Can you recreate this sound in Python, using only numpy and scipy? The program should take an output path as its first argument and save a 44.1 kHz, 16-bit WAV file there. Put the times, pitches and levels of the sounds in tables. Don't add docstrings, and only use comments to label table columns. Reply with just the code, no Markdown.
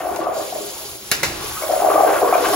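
import sys
import numpy as np
from scipy import signal
from scipy.fft import rfft, irfft, next_fast_len
from scipy.io import wavfile

SR = 44100
rng = np.random.default_rng(int(sys.argv[2]) if len(sys.argv) > 2 else 0)


def master_out(mix):
    frames = np.transpose(np.atleast_2d(mix))
    ceiling = np.clip(frames, -1, 1)
    pcm = np.round(ceiling * 32767).astype(np.int16)
    wavfile.write(sys.argv[1], SR, pcm)


def linear_from_db(decibels):
    return 10 ** (np.asarray(decibels, float) / 20)


N = 112454


def rms_one(x):
    return x / np.sqrt(np.mean(x ** 2) + 1e-20)


def in_time(rows):
    s, *columns = np.transpose(rows)
    return [np.interp(np.arange(N) / SR, s, c) for c in columns]


def at_hz(points, hz):
    table_hz, value = np.transpose(points)
    return np.interp(np.log(hz), np.log(table_hz), value)


def drift(rate_hz):
    r = np.exp(-80 * np.pi * rate_hz / SR)
    slow = signal.lfilter([1], [1, -2 * r, r * r], rng.standard_normal(N // 40 + 2002))[2000:]
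    return np.interp(np.arange(N) / 40, np.arange(len(slow)), rms_one(slow))


def ring(clicks, hz, t60_s):
    r, w = linear_from_db(-60 / (t60_s * SR)), 2 * np.pi * hz / SR
    return signal.lfilter([0, np.sin(w)], [1, -2 * r * np.cos(w), r * r], clicks + 1e-18)


def resonance(x, hz, width_hz):
    r = np.exp(-np.pi * width_hz / SR)
    b = np.array([1, 0, -1]) * (1 - r * r) / 2
    return signal.lfilter(b, [1, -2 * r * np.cos(2 * np.pi * hz / SR), r * r], x)


def butter(x, hz, kind):
    return signal.sosfilt(signal.butter(2, hz, kind, fs=SR, output="sos"), x)


# f/Hz, likeness [0-1]
STEREO_LIKENESS = [(40, 0.87), (300, 0.81), (700, 0), (1500, 0), (4000, 0.14), (6500, 0.8), (8000, 0.7),
                   (16000, 1)]


def banded_noise(spectrum, patchy_db, tilt_db=0):
    out, together = 0, drift(6)
    edges = 24 * 2 ** np.arange(0, 9.6, .5)
    white = rng.standard_normal((2, 2, N))
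    for k, (low, high) in enumerate(zip(edges, edges[1:])):
        hz = np.sqrt(low * high)
        if not spectrum[0][0] * .7 < hz < spectrum[-1][0] * 1.4:
            continue
        mid, side = butter(white[k % 2], [low, high], "band")
        alike = np.clip(at_hz(STEREO_LIKENESS, hz), 0, 1)
        flicker_db = patchy_db * (0.21 * together + drift(34))
        gain = linear_from_db(at_hz(spectrum, hz) + tilt_db * np.log2(hz / 5000) + flicker_db)
        out = out + gain * (np.sqrt(1 + alike) * mid + np.sqrt(1 - alike) * side * [[1], [-1]])
    return rms_one(out)


def grains(per_s, spread_db, low_hz, high_hz, cycles):
    sizes = linear_from_db(spread_db * np.minimum(rng.exponential(1, N), 4)) * rng.choice([-1, 1], N)
    born, dealt = rng.random(N) < per_s / SR, rng.integers(0, 24, N)
    out = 0
    for k, hz in enumerate(np.geomspace(low_hz, high_hz, 24)):
        bubbles = ring(sizes * born * (dealt == k), hz, cycles / hz)
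        out = out + resonance(bubbles, hz, hz * 0.17)
    return rms_one(out)


def bubble_tones(rows, cycles, gain_db):
    out, t = np.zeros(N + SR), np.arange(SR // 16) / SR
    for s, db, hz in rows:
        life = t * hz / cycles / 2
        shape = (1 - np.exp(-(t / 0.0021) ** 2)) * linear_from_db(-60 * life)
        tone = np.sin(2 * np.pi * hz * t * (0.9536 + 0.12 * life))
        i = int(s * SR)
        out[i:i + len(t)] += linear_from_db(db + gain_db) * 1.53 * shape * tone
    return out[:N]


# t/s, peak level/dB, f/Hz
POCKETS = [(0.004, -20.5, 720), (0.054, -17.5, 650), (0.067, -16, 730), (0.083, -21.5, 640),
           (0.091, -23.5, 715), (0.124, -22, 746), (0.19, -15.5, 670), (0.202, -26, 352), (0.228, -23, 760),
           (0.259, -20, 1163), (0.267, -17.5, 1170), (0.268, -12.5, 715), (0.289, -22, 590),
           (0.306, -35, 700), (0.329, -24, 700), (0.33, -29, 490), (0.349, -28, 626), (0.366, -18.5, 630),
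           (0.378, -17.5, 624), (0.394, -24, 624), (0.524, -18.5, 720), (0.558, -19.5, 634),
           (0.606, -29.5, 417), (0.643, -35, 398)]
# t/s, peak level/dB, f/Hz
GULPS = [(1.62, -22.5, 608), (1.636, -18.5, 613), (1.69, -17.5, 614), (1.698, -12.5, 679),
         (1.706, -13, 600), (1.724, -15.5, 700), (1.735, -15, 715), (1.763, -16.5, 607), (1.772, -19, 603),
         (1.8, -14, 670), (1.82, -10.5, 743), (1.846, -5, 724), (1.859, -9, 725), (1.885, -10, 628),
         (1.899, -18, 465), (1.9, -9.5, 1140), (1.915, -10.5, 1140), (1.918, -11, 764), (1.956, -6.5, 657),
         (1.959, -12.5, 1123), (1.966, -19, 1152), (1.978, -7.5, 732), (1.987, -9, 775),
         (1.996, -19.5, 449), (2.002, -8.5, 1127), (2.006, -4.5, 777), (2.023, -14, 666), (2.034, -7, 707),
         (2.046, -10.5, 640), (2.068, -17, 464), (2.09, -17, 535), (2.103, -13.5, 667), (2.109, -11.5, 800),
         (2.119, -17, 768), (2.132, -15.5, 607), (2.139, -15.5, 635), (2.217, -12, 705),
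         (2.229, -12.5, 1120), (2.231, -14.5, 465), (2.264, -25, 600), (2.272, -18, 1110),
         (2.272, -16.5, 552), (2.292, -19, 465), (2.324, -11, 1214), (2.325, -5, 728), (2.334, -18, 1260),
         (2.344, -13, 1105), (2.353, -10, 663), (2.366, -24, 740), (2.384, -24, 754), (2.395, -24, 850),
         (2.422, -19, 420), (2.429, -19.5, 485), (2.463, -14.5, 730), (2.487, -16.5, 816),
         (2.501, -19, 673), (2.528, -19, 660), (2.537, -16, 780)]
# t/s, peak level/dB, f/Hz
DROPS = [
    (0.211, -19, 1172),
    (0.2578, -28, 1168),
    (1.569, -22, 1280),
    (1.734, -40, 1560),
    (1.8114, -26, 1300),
    (1.8651, -24, 1200),
    (1.9602, -12.5, 1215),
    (2.2737, -13, 1120),
    (2.3254, -13.5, 1303),
]
# t/s, peak level/dB, f/Hz
SPLASHES = [
    (1.6237, -22.5, 2240),
    (2.1081, -31, 2320),
    (2.339, -15, 2420),
]
# t/s, peak level/dB, f/Hz
GLUGS = [
    (0.039, -29, 375),
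    (0.114, -24, 388),
    (0.238, -27, 390),
    (0.279, -26.5, 347),
    (0.368, -24.5, 420),
    (0.414, -27, 390),
    (1.441, -24.5, 426),
    (2.469, -17.5, 343),
]


def air_pockets():
    pockets = bubble_tones(list(POCKETS) + list(GULPS), 9.97, 7.5)
    drops = bubble_tones(list(DROPS) + list(SPLASHES), 51, -2.5)
    return pockets + drops + bubble_tones(GLUGS, 7, 4)


# f/Hz, width/Hz, level/dB
BOWL_MODES = [(364, 108, -5), (536, 75, -2.5), (620, 104, -2.2), (760, 257, -2.5), (1120, 155, -0.5),
              (1280, 513, -6.5), (1427, 400, -4.5), (1820, 1050, -22)]


def ring_bowl(x):
    modes = 0
    for k, (hz, width_hz, db) in enumerate(BOWL_MODES):
        mode = resonance(resonance(x, hz, 2 * width_hz), hz, width_hz)
        modes = modes + linear_from_db(db) * (-1) ** k * mode
    return rms_one(modes)


# t/s, level/dB, froth brightness/dB
GURGLE = [(0.0, -26, 8), (0.28, -24, -3.5), (0.41, -26.5, 5), (0.45, -29, -30), (0.64, -35, -24.5),
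          (1.08, -44, -24), (1.4, -35.5, 9.5), (1.6, -37.5, 14.5), (1.7, -33.5, 15), (1.8, -20.5, -1.5),
          (1.88, -20, 6.5), (2.05, -19.5, 4.5), (2.15, -21.5, 12.5), (2.2, -24, 5.5), (2.23, -12, -7.5),
          (2.34, -22.5, 13.5), (2.4, -20, 10), (2.55, -21, 4)]


def gurgle():
    level_db, bright_db = in_time(GURGLE)
    clumped_per_s = 720 * linear_from_db(3.5 * drift(20))
    small = ring_bowl(grains(clumped_per_s, 4, 273.2, 1526, 15.5))
    froth = ring_bowl(rng.standard_normal(N) * linear_from_db(3.3 * drift(26)))
    top = butter(froth, 1300, "high")
    wash = small + linear_from_db(-7) * (froth + linear_from_db(bright_db + 7.0) * top)
    return linear_from_db(level_db - 4.0) * wash + air_pockets()


# t/s, level/dB, brightness/dB per octave
JETS = [(0.0, -44, 0.5), (0.19, -43, 1.3), (0.23, -43.5, -4.5), (0.32, -49.5, 2.5), (0.35, -37.5, -2),
        (0.6, -35.5, -2), (0.94, -37, -1), (0.98, -40.5, 0), (1.1, -38, -2.5), (1.3, -40, -5),
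        (1.45, -33, -3), (1.6, -34, 0), (2.0, -35.5, 2), (2.3, -37.5, 2.5), (2.45, -29.5, -1.7),
        (2.55, -27, -2)]
# f/Hz, level/dB per Hz
SHEET = [(300, -22), (1000, -7), (2000, -10), (3200, -2.5), (4200, -3.5), (6660, -3), (11000, -1.5),
         (16000, -4)]
# f/Hz, level/dB
OVERTONES = [
    (4720, -0.5),
    (10740, -9),
]


def jets():
    level_db, tilt_db = in_time(JETS)
    sheet = banded_noise(SHEET, 1.43, tilt_db)
    whistle, width_hz = 0, 200
    for hz, db in [(6862, 2.5)] + list(OVERTONES):
        narrow = resonance(resonance(rng.standard_normal(N), hz, width_hz), hz, width_hz)
        whistle = whistle + linear_from_db(db) * rms_one(narrow)
    t = np.arange(N) / SR
    fade = np.clip((t - .3) * 10, 0, 1) * np.clip((.98 - t) * 10, 0, 1)
    return linear_from_db(level_db + 7.0) * sheet + linear_from_db(-47 + 2.8 * drift(18)) * whistle * fade


# t/s, peak level/dB, low weight/dB
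CLACKS = [
    (0.1605, -22, -12),
    (1.1146, -5, -14),
    (1.2312, -8, -2),
    (2.2029, -22, -12),
]
# f/Hz, level pressed/dB, level released/dB, t60/s
HANDLE_MODES = [(539, -17, 2.5, 0.081), (930, -33, 0.5, 0.05), (1420, -6, -1.5, 0.13), (2050, -9, 2.5, .12),
                (2220, -7, -9, 0.084), (2547, -21, -13, 0.1), (2774, -1, -19, 0.072),
                (3770, -1, -19, 0.085), (4120, 1, -1, 0.072), (5071, -18, -12, 0.081),
                (5900, -32, -3, 0.092), (6282, -7, -10, 0.066), (10240, 7, -9, 0.037),
                (11500, 1, -17, 0.074)]
# f/Hz, level/dB per Hz
CRACK = [(150, -3.5), (837, -3), (2100, 5.5), (4500, 1), (7300, -3), (10400, -8.5), (16000, -9)]


def handle():
    t, snap, crack, thud = np.arange(N) / SR, 0, 0, 0
    hits = np.zeros((len(HANDLE_MODES), N))
    scatter_db = rng.normal(0, 1.7, (len(CLACKS), len(HANDLE_MODES)))
    for (s, db, low_db), own_db in zip(CLACKS, scatter_db):
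        tick = db < -15
        after = np.maximum(t - s, 0) * (3.5 if tick else 1)
        rise = linear_from_db(db) * (1 - np.exp(-after / 0.00095))
        shape = rise * (linear_from_db(-8.5 - 60 * after / 0.14) + linear_from_db(-16.5 - 60 * after / 0.73))
        spike = (after > 0) * linear_from_db(db - 3 - 60 * after / .006)
        snap = snap + rise * linear_from_db(-0.5 - 60 * after / 0.031) + spike
        crack = crack + shape
        thud = thud + linear_from_db(low_db - 16) * shape
        column = 2 if low_db > -5 else 1
        mode_db = [mode[column] for mode in HANDLE_MODES]
        hits[:, int(s * SR)] = linear_from_db(db - 12.5 - 10 * tick + own_db + mode_db)
    rings = sum(ring(h, hz, t60_s) for h, (hz, _, _, t60_s) in zip(hits, HANDLE_MODES))
    low = rms_one(resonance(rng.standard_normal(N), 346, 540))
    bright = butter(rng.standard_normal(N), [1100, 14500], "band")
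    noisy = crack * banded_noise(CRACK, 0.47) + snap * bright
    hollow = noisy - resonance(noisy, 3200, 600)
    return hollow + rings + 3 * thud * low


# t/s, level/dB
SWELL = [
    (0.0, -46.5),
    (0.4, -55),
    (1.05, -54),
    (1.15, -43.5),
    (1.3, -35),
    (1.52, -41.5),
    (1.62, -47.5),
    (2.38, -48),
    (2.48, -43),
]
# f/Hz, level/dB per Hz
RUMBLE = [(25, 14), (45, 2.5), (75, 3.5), (125, 0.8), (200, -8.5), (350, -6.5), (480, -7)]
# f/Hz, width/Hz, level/dB
PIPES = [(73, 7.3, 0.5), (128, 19, 5), (350, 60, 15)]


def pipe_rumble():
    rush = linear_from_db(in_time(SWELL)[0] - 1.0) * banded_noise(RUMBLE, 0.86)
    return rush + sum(linear_from_db(db) * resonance(rush, hz, width_hz) for hz, width_hz, db in PIPES)


def bathroom(x):
    t60_s, wall_hz = 0.52, 3380
    out, dull = np.zeros((2, N)), np.exp(-2 * np.pi * wall_hz / SR)
    for k, lag in enumerate((rng.uniform(.008, .03, 12) * SR).astype(int)):
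        loop, gain, state = x.copy(), linear_from_db(-60 * lag / SR / t60_s), [0.]
        for i in range(lag, N, lag):
            back, state = signal.lfilter([gain * (1 - dull)], [1, -dull], loop[i - lag:i], zi=state)
            loop[i:i + lag] += back[:N - i]
        out[k % 2] += (loop - x) * (-1) ** (k // 2)
    return out


# f/Hz, width/Hz, level/dB
DRONE = [(74.5, 25, -52), (132, 19, -58.5), (208.6, 4.5, -53), (265, 4.2, -67.5), (367, 29, -49.5),
         (401, 53, -51.5)]


def drone():
    out = 0
    for hz, width_hz, db in DRONE:
        out = out + linear_from_db(db) * rms_one(resonance(rng.standard_normal(N), hz, width_hz))
    return out


def scene():
    bowl = gurgle()
    panned = bowl * linear_from_db([[1.47], [-1.47]])
    return panned + linear_from_db(-11.5) * bathroom(bowl) + jets() + handle() + pipe_rumble() + drone()


# f/Hz, lead/radians
PORT_LEAD = [(100, .05), (1290, .3), (3100, .9), (5500, 1.5), (7600, 1.3), (8500, 3.1), (9250, 4.7),
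             (11000, 6.3), (12450, 7.85), (13500, 9.4), (14600, 11.0), (15600, 12.6)]


def two_ports(x):
    size = next_fast_len(N + 4096)
    turn = at_hz(PORT_LEAD, np.arange(size // 2 + 1) * SR / size + 1) / 2
    return irfft(rfft(x, size) * np.exp(1j * turn * np.array([[1], [-1]])), size)[:, :N]


def joint_treble(x):
    from_hz, band_hz, top_hz, scatter_db = 7700, 345, 15800, 3.5
    hz, _, z = signal.stft([x[0] + x[1], x[0] - x[1]], SR, nperseg=2048, noverlap=1024)
    band = (hz // band_hz).astype(int)
    starts = np.flatnonzero(np.diff(band, prepend=-1))
    power = np.add.reduceat(abs(z) ** 2, starts, axis=1)[:, band]
    chance = linear_from_db(2 * scatter_db * rng.standard_normal((band[-1] + 1, z.shape[-1]))[band])
    share = np.array([.75, .25])[:, None, None]
    keep = power > power[::-1] * share * chance
    keep[:, hz > top_hz] = False
    kept = z * (keep | (hz[:, None] < from_hz))
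    mid, side = signal.istft(kept, SR, nperseg=2048, noverlap=1024)[1][:, :N]
    return np.array([mid + side, mid - side]) / 2


def roll_off(x):
    return signal.sosfilt(signal.butter(12, 17090, fs=SR, output="sos"), x)


def record(dry):
    wet = two_ports(butter(dry, 38, "high"))
    rounded = 1.178 * np.tanh(wet / 1.42)
    return roll_off(joint_treble(rounded))


dry = scene()
out = record(dry)
master_out(out)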